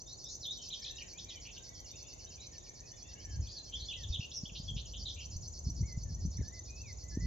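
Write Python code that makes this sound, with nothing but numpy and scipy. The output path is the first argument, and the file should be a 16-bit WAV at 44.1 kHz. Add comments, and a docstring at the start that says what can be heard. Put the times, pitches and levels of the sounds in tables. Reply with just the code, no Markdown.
"""A river warbler reels its buzzing song from dry stems: nine phrases a second, each a pip, two thin
notes and a rattle, all near-sine tones of the syrinx. A second songbird chatters nearby in
frequency-modulated notes, a thrush whistles far off, and faint birds twitter in the thicket.
Stems and trees reflect the songs over a steady background: low air noise and a high hiss at 6-7 kHz.
From the middle on, the eddies of wind gusts rumble on the microphone."""
import sys
import numpy as np
from scipy import signal
from scipy.fft import rfft, irfft
from scipy.io import wavfile
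from scipy.ndimage import uniform_filter1d

SR = 44100
rng = np.random.default_rng(int(sys.argv[2]) if len(sys.argv) > 2 else 0)


def log_audio(samples):
    """Write samples as a 16-bit WAV file to the path given in sys.argv[1]."""
    # one column per channel
    frames = np.atleast_2d(samples).T
    # limit to full scale, then quantise
    limited = np.clip(frames, -1, 1)
    pcm = np.round(limited * 32767).astype(np.int16)
    wavfile.write(sys.argv[1], SR, pcm)


N = 320166
FREQS = np.fft.rfftfreq(N, 1 / SR)

# Levels in the tables are relative: mixing gains and filters follow.
# the warbler's changing effort: time_s, pip_db, other_notes_gain_db, pip_octave_db
WARBLER_EFFORT = [(0, -45.5, -0.5, -31), (0.501, -45.5, 2, -16.5), (1.203, -49, -0.6, -25.5),
                  (1.9, -48.5, 0, -16.5), (2.6, -46, -3.5, -37), (3.45, -50, -1.5, -27.5),
                  (4.001, -49, -0.5, -22.5), (4.55, -54, -3, -18), (5, -50.5, 0.5, -24),
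                  (5.5, -41.5, 1.5, -25), (5.898, -47, -3.2, -26), (6.5, -45, -2, -32),
                  (7.2, -48.5, -1.5, -21)]
# the two notes after each pip: delay_s, length_s, start_hz, end_hz, level_db
THIN_NOTES = [(.009, 0.008, 6865, 7480, -55), (0.0445, 0.011, 7145, 6560, -54)]
# echoes off the trees: delay_s, left_db, right_db
TREE_ECHOES = [(0.011, -22.5, -9.5), (0.0265, -16.5, -29), (0.038, -36, -18.5)]
# comb filtering of the warbler by stems and ground: frequency_hz, left_db, right_db
COMB_BANDS = [(4050, -14, -14), (4210, 2.5, 2.5), (4420, 4.5, 4.5), (4600, 2.5, 2.5), (4760, -9, -6),
              (4960, -5, -2), (5170, 4.5, 7.5), (5480, -11, -8), (5680, 6, 6.5), (5900, 5.5, 6.5),
              (6080, 1.5, 2.5), (6250, -6, -3), (6820, 3, 4), (7100, -5, -4), (7380, 6, 7)]
# steady outdoor background, low air noise plus a high hiss at 6-7 kHz: frequency_hz, density_db
BACKGROUND_SPECTRUM = [(15, -41), (28, -16), (55, 1), (100, -3.5), (220, -15.5), (600, -15), (1020, -20.5),
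                       (1400, -31), (3200, -36), (5500, -30.5), (6100, -17), (7000, -25), (9000, -55)]
# likeness of the background in left and right: frequency_hz, correlation
BACKGROUND_CORRELATION = [(100, 0.83), (250, 0.82), (400, 0.15), (600, -0.33), (1000, -0.75), (2000, -0.54),
                          (6000, 0.9)]
# the chatterer's smooth slurs: start_s, length_s, level_db, start_hz, middle_hz, end_hz
SLURS = [ (0.051, 0.12, -58.5, 3580, 3920, 4860), (0.231, 0.097, -56.5, 3620, 3780, 4700),
         (0.426, 0.039, -48, 4510, 3770, 3780), (0.5, 0.034, -42, 3630, 3787, 3800),
         (0.573, 0.085, -59.5, 3180, 3130, 3065), (0.699, 0.029, -49.5, 2620, 3930, 3970),
         (0.894, 0.021, -49.5, 4220, 3840, 3650), (0.966, 0.013, -52.5, 3620, 3900, 3700),
         (1.36, 0.029, -59, 3180, 3040, 3100), (2.265, 0.027, -64, 3500, 3820, 3700),
         (2.388, 0.077, -58.5, 3550, 4024, 3840), (3.585, 0.035, -53.5, 4060, 4160, 3880),
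         (3.728, 0.042, -43.5, 3210, 3280, 3690), (3.883, 0.021, -43, 3130, 3540, 3160),
         (4.033, 0.018, -47, 3820, 3480, 2980), (4.122, 0.03, -43, 3780, 3533, 3320),
         (4.36, 0.035, -46.5, 5860, 5410, 5780), (5.191, 0.032, -55, 2437, 3070, 3140),
         (4.676, 0.036, -45.5, 3460, 3310, 3170)]
# its buzzes: start_s, length_s, level_db, start_hz, end_hz, warble_hz, depth_hz, rasp_hz
BUZZES = [ (0.238, 0.069, -55.5, 5270, 5400, 130, 202, 302),
          (0.287, 0.094, -52.5, 6420, 6050, 90, 354, 400), (0.444, 0.066, -45.5, 3490, 3592, 112, 339, 86),
          (0.606, 0.083, -55, 5500, 4900, 200, 347, 710), (0.721, 0.033, -43.5, 3840, 3330, 183, 367, 130),
          (0.813, 0.041, -51.5, 5370, 4620, 120, 149, 510), (0.999, 0.04, -53.5, 2870, 2435, 110, 292, 210),
          (1.181, 0.024, -50.5, 3640, 3570, 72, 250, 220), (1.281, 0.051, -51.5, 3976, 3023, 96, 280, 300),
          (1.443, 0.078, -58, 2560, 2910, 107, -400, 350), (1.56, 0.031, -57.5, 3155, 3010, 133, 356, 280),
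          (3.469, 0.097, -55, 4460, 4910, 130, 135, 404), (3.561, 0.032, -49.5, 4600, 4080, 130, 80, 200),
          (3.719, 0.028, -57, 3210, 3360, 230, 397, 199), (3.785, 0.091, -52.5, 3950, 4310, 152, 177, 240),
          (3.894, 0.081, -48, 3000, 3220, 61, 450, 20), (4.139, 0.028, -42, 3892, 3083, 115, 295, 80),
          (4.328, 0.08, -48.5, 5860, 5660, 120, 260, 260), (4.546, 0.043, -49.5, 3230, 4130, 340, 551, 247),
          (4.578, 0.053, -55.5, 5000, 4670, 150, 192, 410), (4.759, 0.057, -50, 2960, 3915, 167, -380, 300),
          (4.849, 0.021, -61, 3250, 2940, 136, 302, 100), (4.928, 0.057, -52, 3190, 3410, 152, -380, 120),
          (4.988, 0.052, -54, 5350, 4630, 113, 256, 450), (5.051, 0.029, -44.5, 3740, 3760, 140, 405, 160),
          (5.153, 0.1, -59, 2620, 2670, 100, 220, 250)]
# its chips, single or in runs: start_s, count, level_db, pitch_hz, sweep_octaves
CHIPS = [(0.842, 3, -45.5, 3634, -0.55), (0.982, 1, -51, 2930, 0.28), (3.469, 1, -57.5, 3440, -0.24),
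         (4.205, 3, -48.5, 2766, 0.22), (4.313, 1, -50, 3610, 0.56), (4.453, 1, -47, 3310, 0.28),
         (4.49, 1, -55, 2820, -0.5), (5.078, 2, -44, 3574, -0.44)]
# its throat, which weakens the lowest notes: frequency_hz, gain_db
THROAT_RESPONSE = [(1500, -30), (2000, -12), (2500, 0), (6500, 0)]
# the thrush's whistles: start_s, length_s, level_db, start_hz, middle_hz, end_hz
WHISTLES = [ (0.822, 0.066, -63.5, 2120, 2484, 2620), (0.882, 0.22, -76, 1730, 1845, 2025),
            (1.131, 0.063, -63, 2260, 2410, 2670), (1.27, 0.1, -75.5, 2220, 2050, 1910),
            (1.324, 0.069, -64.5, 2700, 2365, 2410), (2.831, 0.048, -69.5, 2630, 2480, 2670),
            (2.912, 0.059, -74, 1760, 1850, 1780), (3.229, 0.15, -71, 1820, 1710, 1575),
            (3.955, 0.1, -69.5, 2070, 1900, 1640), (2.52, 0.068, -72.5, 1820, 1804, 1740),
            (6.051, 0.058, -76, 1860, 1750, 1720), (6.169, 0.051, -78, 1850, 1880, 1820),
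            (5.825, 0.078, -67, 1954, 2230, 2070), (5.886, 0.087, -66.5, 2110, 2037, 2065),
            (6.375, 0.021, -67.5, 2430, 1920, 1700), (6.394, 0.043, -68, 2420, 1840, 1600),
            (6.407, 0.11, -71, 1730, 1730, 1930), (6.514, 0.099, -65, 1945, 2042, 1900),
            (6.675, 0.16, -64.5, 2460, 2524, 2760), (6.826, .1, -61, 2726, 2280, 1934),
            (7.019, 0.16, -73.5, 1950, 2030, 1960), (7.106, 0.11, -67.5, 1730, 1765, 2020),
            (7.202, 0.061, -60.5, 2020, 1985, 2050)]
# slurs deep in the thicket: start_s, length_s, level_db, start_hz, middle_hz, end_hz
FAR_SLURS = [(1.93, 0.049, -65.5, 2400, 2660, 2800), (2.038, .035, -68.5, 3150, 3450, 3700),
             (2.715, 0.041, -85, 3300, 3430, 3650), (2.925, 0.047, -70.5, 3200, 3550, 3600),
             (3.001, 0.14, -70.5, 3330, 3520, 3950), (3.107, 0.022, -69.5, 3650, 3160, 2680),
             (3.148, 0.094, -69, 2700, 2950, 3440)]
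# distant repeated slurs: start_s, count, period_s, length_s, level_db, start_hz, end_hz
FAR_SERIES = [(2.189, 5, .1185, 0.0244, -69.5, 3080, 2250), (6.322, 16, .04, 0.035, -75.5, 3490, 4150)]
# gusts on the microphone: peak_s, level_db, swell_time_constant_s
GUSTS = [(3.399, -38, 0.092), (3.83, -48, 0.12), (4.109, -42.5, 0.12), (4.74, -41, 0.11), (5.02, -45, 0.15),
         (5.392, -46, 0.35), (5.693, -35, 0.044), (5.826, -33, 0.045), (6.113, -41, 0.22),
         (6.266, -35.5, 0.062), (6.41, -37, 0.055), (6.8, -50, 0.99), (7.25, -35, 0.093)]
# spectrum of the wind's eddies: frequency_hz, density_db
RUMBLE_SPECTRUM = [(15, -36), (30, -33.5), (52, 9.5), (90, 6.5), (140, -8), (220, -16.5), (350, -28.5),
                   (700, -64), (2000, -100)]
# spectrum of the finer eddies in a hard gust: frequency_hz, density_db
FLUTTER_SPECTRUM = [(50, -11), (110, 8.5), (170, 4.5), (300, -15), (450, -24.5), (800, -57), (2000, -99)]
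# sharp buffets within the gusts: peak_s, level_db, frequency_hz
BUFFETS = [(3.403, -29.5, 80), (4.106, -32, 59.8), (4.197, -30, 115.1), (4.437, -32.5, 159.3),
           (4.523, -43, 149), (4.602, -36, 142), (4.767, -32, 117), (5.362, -32, 80.4), (5.672, -29, 120),
           (5.811, -32, 109), (5.977, -28.5, 108.8), (6.253, -28, 143), (6.267, -28, 77.3),
           (6.395, -31, 160), (6.414, -38, 310), (7.174, -26, 223)]
# the microphone's response: frequency_hz, gain_db
MIC_RESPONSE = [(20, 3), (7200, 0), (7500, -19.5), (7850, -41.5), (8400, -38.5), (10500, -9.5),
                (12100, -7.5), (13000, -25.5)]
# spectrum of its self-noise: frequency_hz, density_db
HISS_SPECTRUM = [(6000, -17), (9300, -16.5), (10500, -3.5), (12100, -4), (12700, -1.5), (14000, -12.5),
                 (14900, -11.5), (16000, -38)]


def amp(db):
    """Converts decibels to an amplitude ratio."""
    return 10 ** (np.asarray(db) / 20)


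def unit(x):
    """Normalises to rms 1."""
    return x / np.sqrt(np.mean(x ** 2) + 1e-20)


def spectrum(points):
    """Interpolates a curve over a logarithmic frequency axis."""
    hz, value = np.transpose(points)
    return np.interp(np.log(FREQS + 1), np.log(hz), value)


def filtered(x, response):
    """Linear filtering: multiplies the spectrum by a response given in decibels."""
    return irfft(rfft(x) * amp(spectrum(response)), N)


def add(mix, start_s, sound):
    """Superposition: sums a sound into the mix at a given time."""
    start = round(start_s * SR)
    sound = sound[max(-start, 0):]
    part = mix[max(start, 0):][:len(sound)]
    part += sound[:len(part)]


def noise(density, correlation):
    """Partly coherent stereo noise of rms 1: the balance of mid and side sets the correlation."""
    mid, side = rfft(rng.standard_normal((2, N)))
    mid, side = mid * np.sqrt(1 + correlation), side * np.sqrt(1 - correlation)
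    return unit(irfft(np.array([mid + side, mid - side]) * amp(spectrum(density)), N))


def wander(count, per_s):
    """Random modulation of about unit size, interpolated between per_s values a second."""
    steps = np.arange(count) * per_s / SR
    return np.interp(steps, np.arange(2048), rng.standard_normal(2048))


def glide(length_s, start_hz, middle_hz, end_hz):
    """A parabolic frequency contour through three points."""
    u = np.linspace(0, 1, max(round(length_s * SR), 8))
    return start_hz * (1 - u) * (1 - 2 * u) + middle_hz * 4 * u * (1 - u) + end_hz * u * (2 * u - 1)


def sweep(length_s, start_hz, end_hz):
    """The frequency contour of a linear chirp."""
    return glide(length_s, start_hz, (start_hz + end_hz) / 2, end_hz)


def tone(hz, taper, octave_db=-60):
    """Near-sinusoidal oscillation of the syrinx, with tapered ends and a weak second harmonic."""
    phase = 2 * np.pi * (np.cumsum(hz) / SR + rng.random())
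    wave = np.sin(phase) + amp(octave_db) * np.sin(2 * phase)
    return np.sqrt(2) * wave * signal.windows.tukey(len(hz), taper)


def warbler(first_s=-.0945, period_s=.11143, jitter_s=.0005):
    """Periodic repetition makes a reel: a falling pip, a thin upsweep, a thin downsweep, a rattle."""
    out = np.zeros(N)
    times, *curves = np.transpose(WARBLER_EFFORT)
    for beat in np.arange(first_s, N / SR, period_s):
        s = beat + jitter_s * rng.standard_normal()
        pip_db, effort_db, octave_db = (np.interp(s, times, curve) for curve in curves)
        pip_db -= .6 * rng.standard_normal()
        stretch, bend = rng.standard_normal(2)
        pip_hz = glide(.0085 * (1 + .13 * stretch), 6400, 6060, 6020) * (1 + .008 * bend)
        pip_hz += 70 * wander(len(pip_hz), per_s=700)
        octave_db += 2.9 * rng.standard_normal()
        add(out, s - .0004, amp(pip_db) * tone(pip_hz, taper=.24, octave_db=octave_db))
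        for delay_s, length_s, start_hz, end_hz, db in THIN_NOTES:
            hz = sweep(length_s, start_hz, end_hz)
            hz += 130 * wander(len(hz), per_s=630)
            gain = amp(effort_db + db + 1.7 * rng.standard_normal())
            add(out, s + delay_s, gain * tone(hz, taper=.16))
        add(out, s, amp(effort_db) * rattle())
    return out


def rattle(onset_s=.0562, sweep_s=.0026, pulse_db=-52, growth_db=3, count=14):
    """A pulse train of steep downward chirps that slows and grows louder as it goes."""
    out, s = np.zeros(SR // 8), onset_s
    pace = 1 + .013 * rng.standard_normal()
    for progress in np.linspace(0, 1, count):
        size, bend, slip = rng.standard_normal(3)
        bottom_hz = np.interp(progress, [0, .35, .87, 1], [4900, 4200, 3850, 4200])
        hz = glide(sweep_s, 7500, bottom_hz + 950, bottom_hz) * (1 + .018 * bend)
        gain = amp(pulse_db + growth_db * progress + size)
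        add(out, s + .00015 * slip, gain * tone(hz, taper=.5, octave_db=-28))
        s += pace * np.interp(progress, [0, .85, .92], [.0032, .0042, .0053])
    return out


def scatter(x, t60_s, delay_s):
    """Diffuse reverberation: dense reflections of random sign decay exponentially in each channel."""
    t = np.arange(SR) / SR
    signs = rng.choice([-1., 1.], (2, SR))
    arrivals = (rng.random((2, SR)) < 1 / 8) * (t > delay_s)
    taps = signs * arrivals * amp(-60 * t / t60_s)
    taps /= np.linalg.norm(taps, axis=1, keepdims=True) + 1e-20
    return signal.fftconvolve(x[None], taps, axes=1)[:, :N]


def outdoors(x, stems_db, trees_db, t60_s):
    """Multipath propagation: direct sound, quick scatter off stems, a tail and echoes from trees."""
    out = x + amp(stems_db) * scatter(x, t60_s=.071, delay_s=.00018)
    out += amp(trees_db) * scatter(x, t60_s, delay_s=.0052)
    for delay_s, *levels_db in TREE_ECHOES:
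        for channel, db in zip(out, levels_db):
            add(channel, delay_s, amp(db) * x)
    return out


def combed(pair):
    """Interference of stem and ground reflections gives each channel its own peaks and dips."""
    bands = np.array(COMB_BANDS)
    return np.array([filtered(pair[0], bands[:, [0, 1]]), filtered(pair[1], bands[:, [0, 2]])])


def ports(pair, left_lag_rad):
    """Phase difference: the sound meets the two microphone ports out of step."""
    rotation = np.exp(.5j * left_lag_rad * np.array([[-1], [1]]))
    return (signal.hilbert(pair) * rotation).real


def background(level_db=-57):
    """Stationary noise: low air noise plus a high hiss, like diffuse birdsong or distant insects."""
    return amp(level_db) * noise(BACKGROUND_SPECTRUM, spectrum(BACKGROUND_CORRELATION))


def syllable(hz, warble_hz=71, depth_hz=70, rasp_hz=55.4):
    """Coupled frequency and amplitude modulation: a warbling note whose pitch frays at random."""
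    count = len(hz)
    phase = 2 * np.pi * np.cumsum(warble_hz * (1 + .12 * wander(count, per_s=120))) / SR
    warble = depth_hz * (.67 + .47 * wander(count, per_s=68)) * np.cos(phase)
    rasp = rasp_hz * wander(count, per_s=1100)
    # a positive depth sounds on the falling strokes, a negative one on the rising strokes
    stroke_db = 4.9 * np.tanh(abs(depth_hz) / 350) * np.sin(phase)
    pulsing = amp(stroke_db + 1.2 * wander(count, per_s=400))
    return unit(pulsing * tone(hz + warble + rasp, taper=.5))


def slurs(notes):
    """Gliding tones with the slight frequency modulation of a vibrato."""
    out = np.zeros(N)
    for s, length_s, db, *pitches_hz in notes:
        add(out, s, amp(db) * syllable(glide(length_s, *pitches_hz)))
    return out


def chatterer(chip_s=.0129, chip_period_s=.0185):
    """Source and filter: hurried buzzes, slurs and runs of chips pass through the bird's throat."""
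    out = np.zeros(N)
    for s, length_s, db, start_hz, end_hz, *modulation in BUZZES:
        add(out, s, amp(db) * syllable(sweep(length_s, start_hz, end_hz), *modulation))
    out += slurs(SLURS)
    for s, count, db, pitch_hz, octaves in CHIPS:
        hz = sweep(chip_s, pitch_hz * 2 ** (-octaves / 2), pitch_hz * 2 ** (octaves / 2))
        for k in range(round(count)):
            add(out, s + k * chip_period_s, amp(db) * syllable(hz, warble_hz=0, depth_hz=0))
    return filtered(out, THROAT_RESPONSE)


def far_twitter(level_db=-75.5, count=100, from_s=.6, until_s=4.2, fade_db_per_s=1.03):
    """A random succession of faint glides from birds deep in the thicket, fading with time."""
    out = np.zeros(N)
    for k, (slip, length, pitch, slope, arch, size) in enumerate(rng.uniform(-1.3, 1, (count, 6))):
        centre_hz = 2720 * 1.45 ** pitch
        hz = centre_hz * glide(.026 * 2 ** length, 1 + .12 * slope, 1 + .07 * arch, 1 - .12 * slope)
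        s = from_s + (until_s - from_s) * (k + slip) / count
        db = level_db - fade_db_per_s * s + 4 * size + 3 * pitch
        add(out, s, amp(db) * tone(hz, taper=.7))
    return out


def thrush():
    """Nearly pure tones in slow, fluting glides."""
    out = np.zeros(N)
    for s, length_s, db, *pitches_hz in WHISTLES:
        hz = glide(length_s, *pitches_hz)
        hz += 10 * wander(len(hz), per_s=470)
        add(out, s, amp(db) * tone(hz, taper=.32))
    return out


def far_songs(jitter_s=.002, spread_db=1.5, spread_octaves=.03):
    """Distant single slurs, and quasi-periodic series of one chirp that varies a little each time."""
    out = slurs(FAR_SLURS)
    for s, count, period_s, length_s, db, start_hz, end_hz in FAR_SERIES:
        for k in range(round(count)):
            slip, size, pitch = rng.standard_normal(3)
            hz = sweep(length_s, start_hz, end_hz) * 2 ** (spread_octaves * pitch)
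            hz += 80 * wander(len(hz), per_s=270)
            add(out, s + k * period_s + jitter_s * slip, amp(db + spread_db * size) * tone(hz, taper=.32))
    return out


def gust_strength(fall_ratio=.69):
    """Gusts add in power; each swells exponentially and dies away a little faster."""
    t, power = np.arange(N) / SR, np.zeros(N)
    for peak_s, db, swell_s in GUSTS:
        time_constants = np.maximum(peak_s - t, (t - peak_s) / fall_ratio) / swell_s
        power += (amp(db) * np.exp(-np.minimum(time_constants, 20))) ** 2
    return np.sqrt(power)


def wind(rumble_db=-1, flutter_db=-48.5, hard_gust_db=-39, flutter_exponent=2.3):
    """Turbulent pressure: eddies rumble with the gusts, and finer ones grow by a steeper power law."""
    strength = gust_strength()
    eddies = noise(RUMBLE_SPECTRUM, correlation=.95)
    eddies /= np.sqrt(uniform_filter1d((eddies ** 2).mean(0), size=3500))  # the gusts set the envelope
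    flutter = noise(FLUTTER_SPECTRUM, correlation=1) * (strength / amp(hard_gust_db)) ** flutter_exponent
    return amp(rumble_db) * eddies * strength + amp(flutter_db) * flutter


def buffets(gain_db=.5):
    """Pressure pulses: the strongest eddies shove the diaphragm once, back and forth."""
    out = np.zeros(N)
    t = np.arange(-SR // 25, SR // 25) / SR
    for peak_s, db, hz in BUFFETS:
        pulse = np.cos(2 * np.pi * hz * t) / np.cosh(3.8 * hz * t)
        add(out, peak_s + t[0], amp(db + gain_db) * pulse)
    return out


def scene():
    """Superposition of background, wind and birds, each bird with its own level and reverberation."""
    reel = combed(outdoors(warbler(), stems_db=-9, trees_db=-9, t60_s=.5))
    birds = amp(-1.84) * ports(reel, left_lag_rad=1.145)
    birds += amp(.64) * outdoors(chatterer(), stems_db=-5.5, trees_db=-6.5, t60_s=.45)
    birds += outdoors(thrush(), stems_db=-7, trees_db=-10, t60_s=.75)
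    birds += outdoors(far_songs(), stems_db=-6, trees_db=-4, t60_s=.6)
    birds += outdoors(far_twitter(), stems_db=3, trees_db=14, t60_s=.9)  # mostly echo
    return birds + background() + wind() + buffets()


def record(dry, hiss_db=-89, cutoff_hz=15100):
    """Transduction: a microphone with a deep notch above 7.5 kHz, its self-noise, then a low-pass."""
    out = filtered(dry, MIC_RESPONSE) + amp(hiss_db) * noise(HISS_SPECTRUM, correlation=0)
    low_pass = signal.firwin(511, cutoff_hz, window=("kaiser", 9), fs=SR)
    return signal.oaconvolve(out, low_pass[None], "same")


dry = scene()
out = record(dry)
log_audio(out)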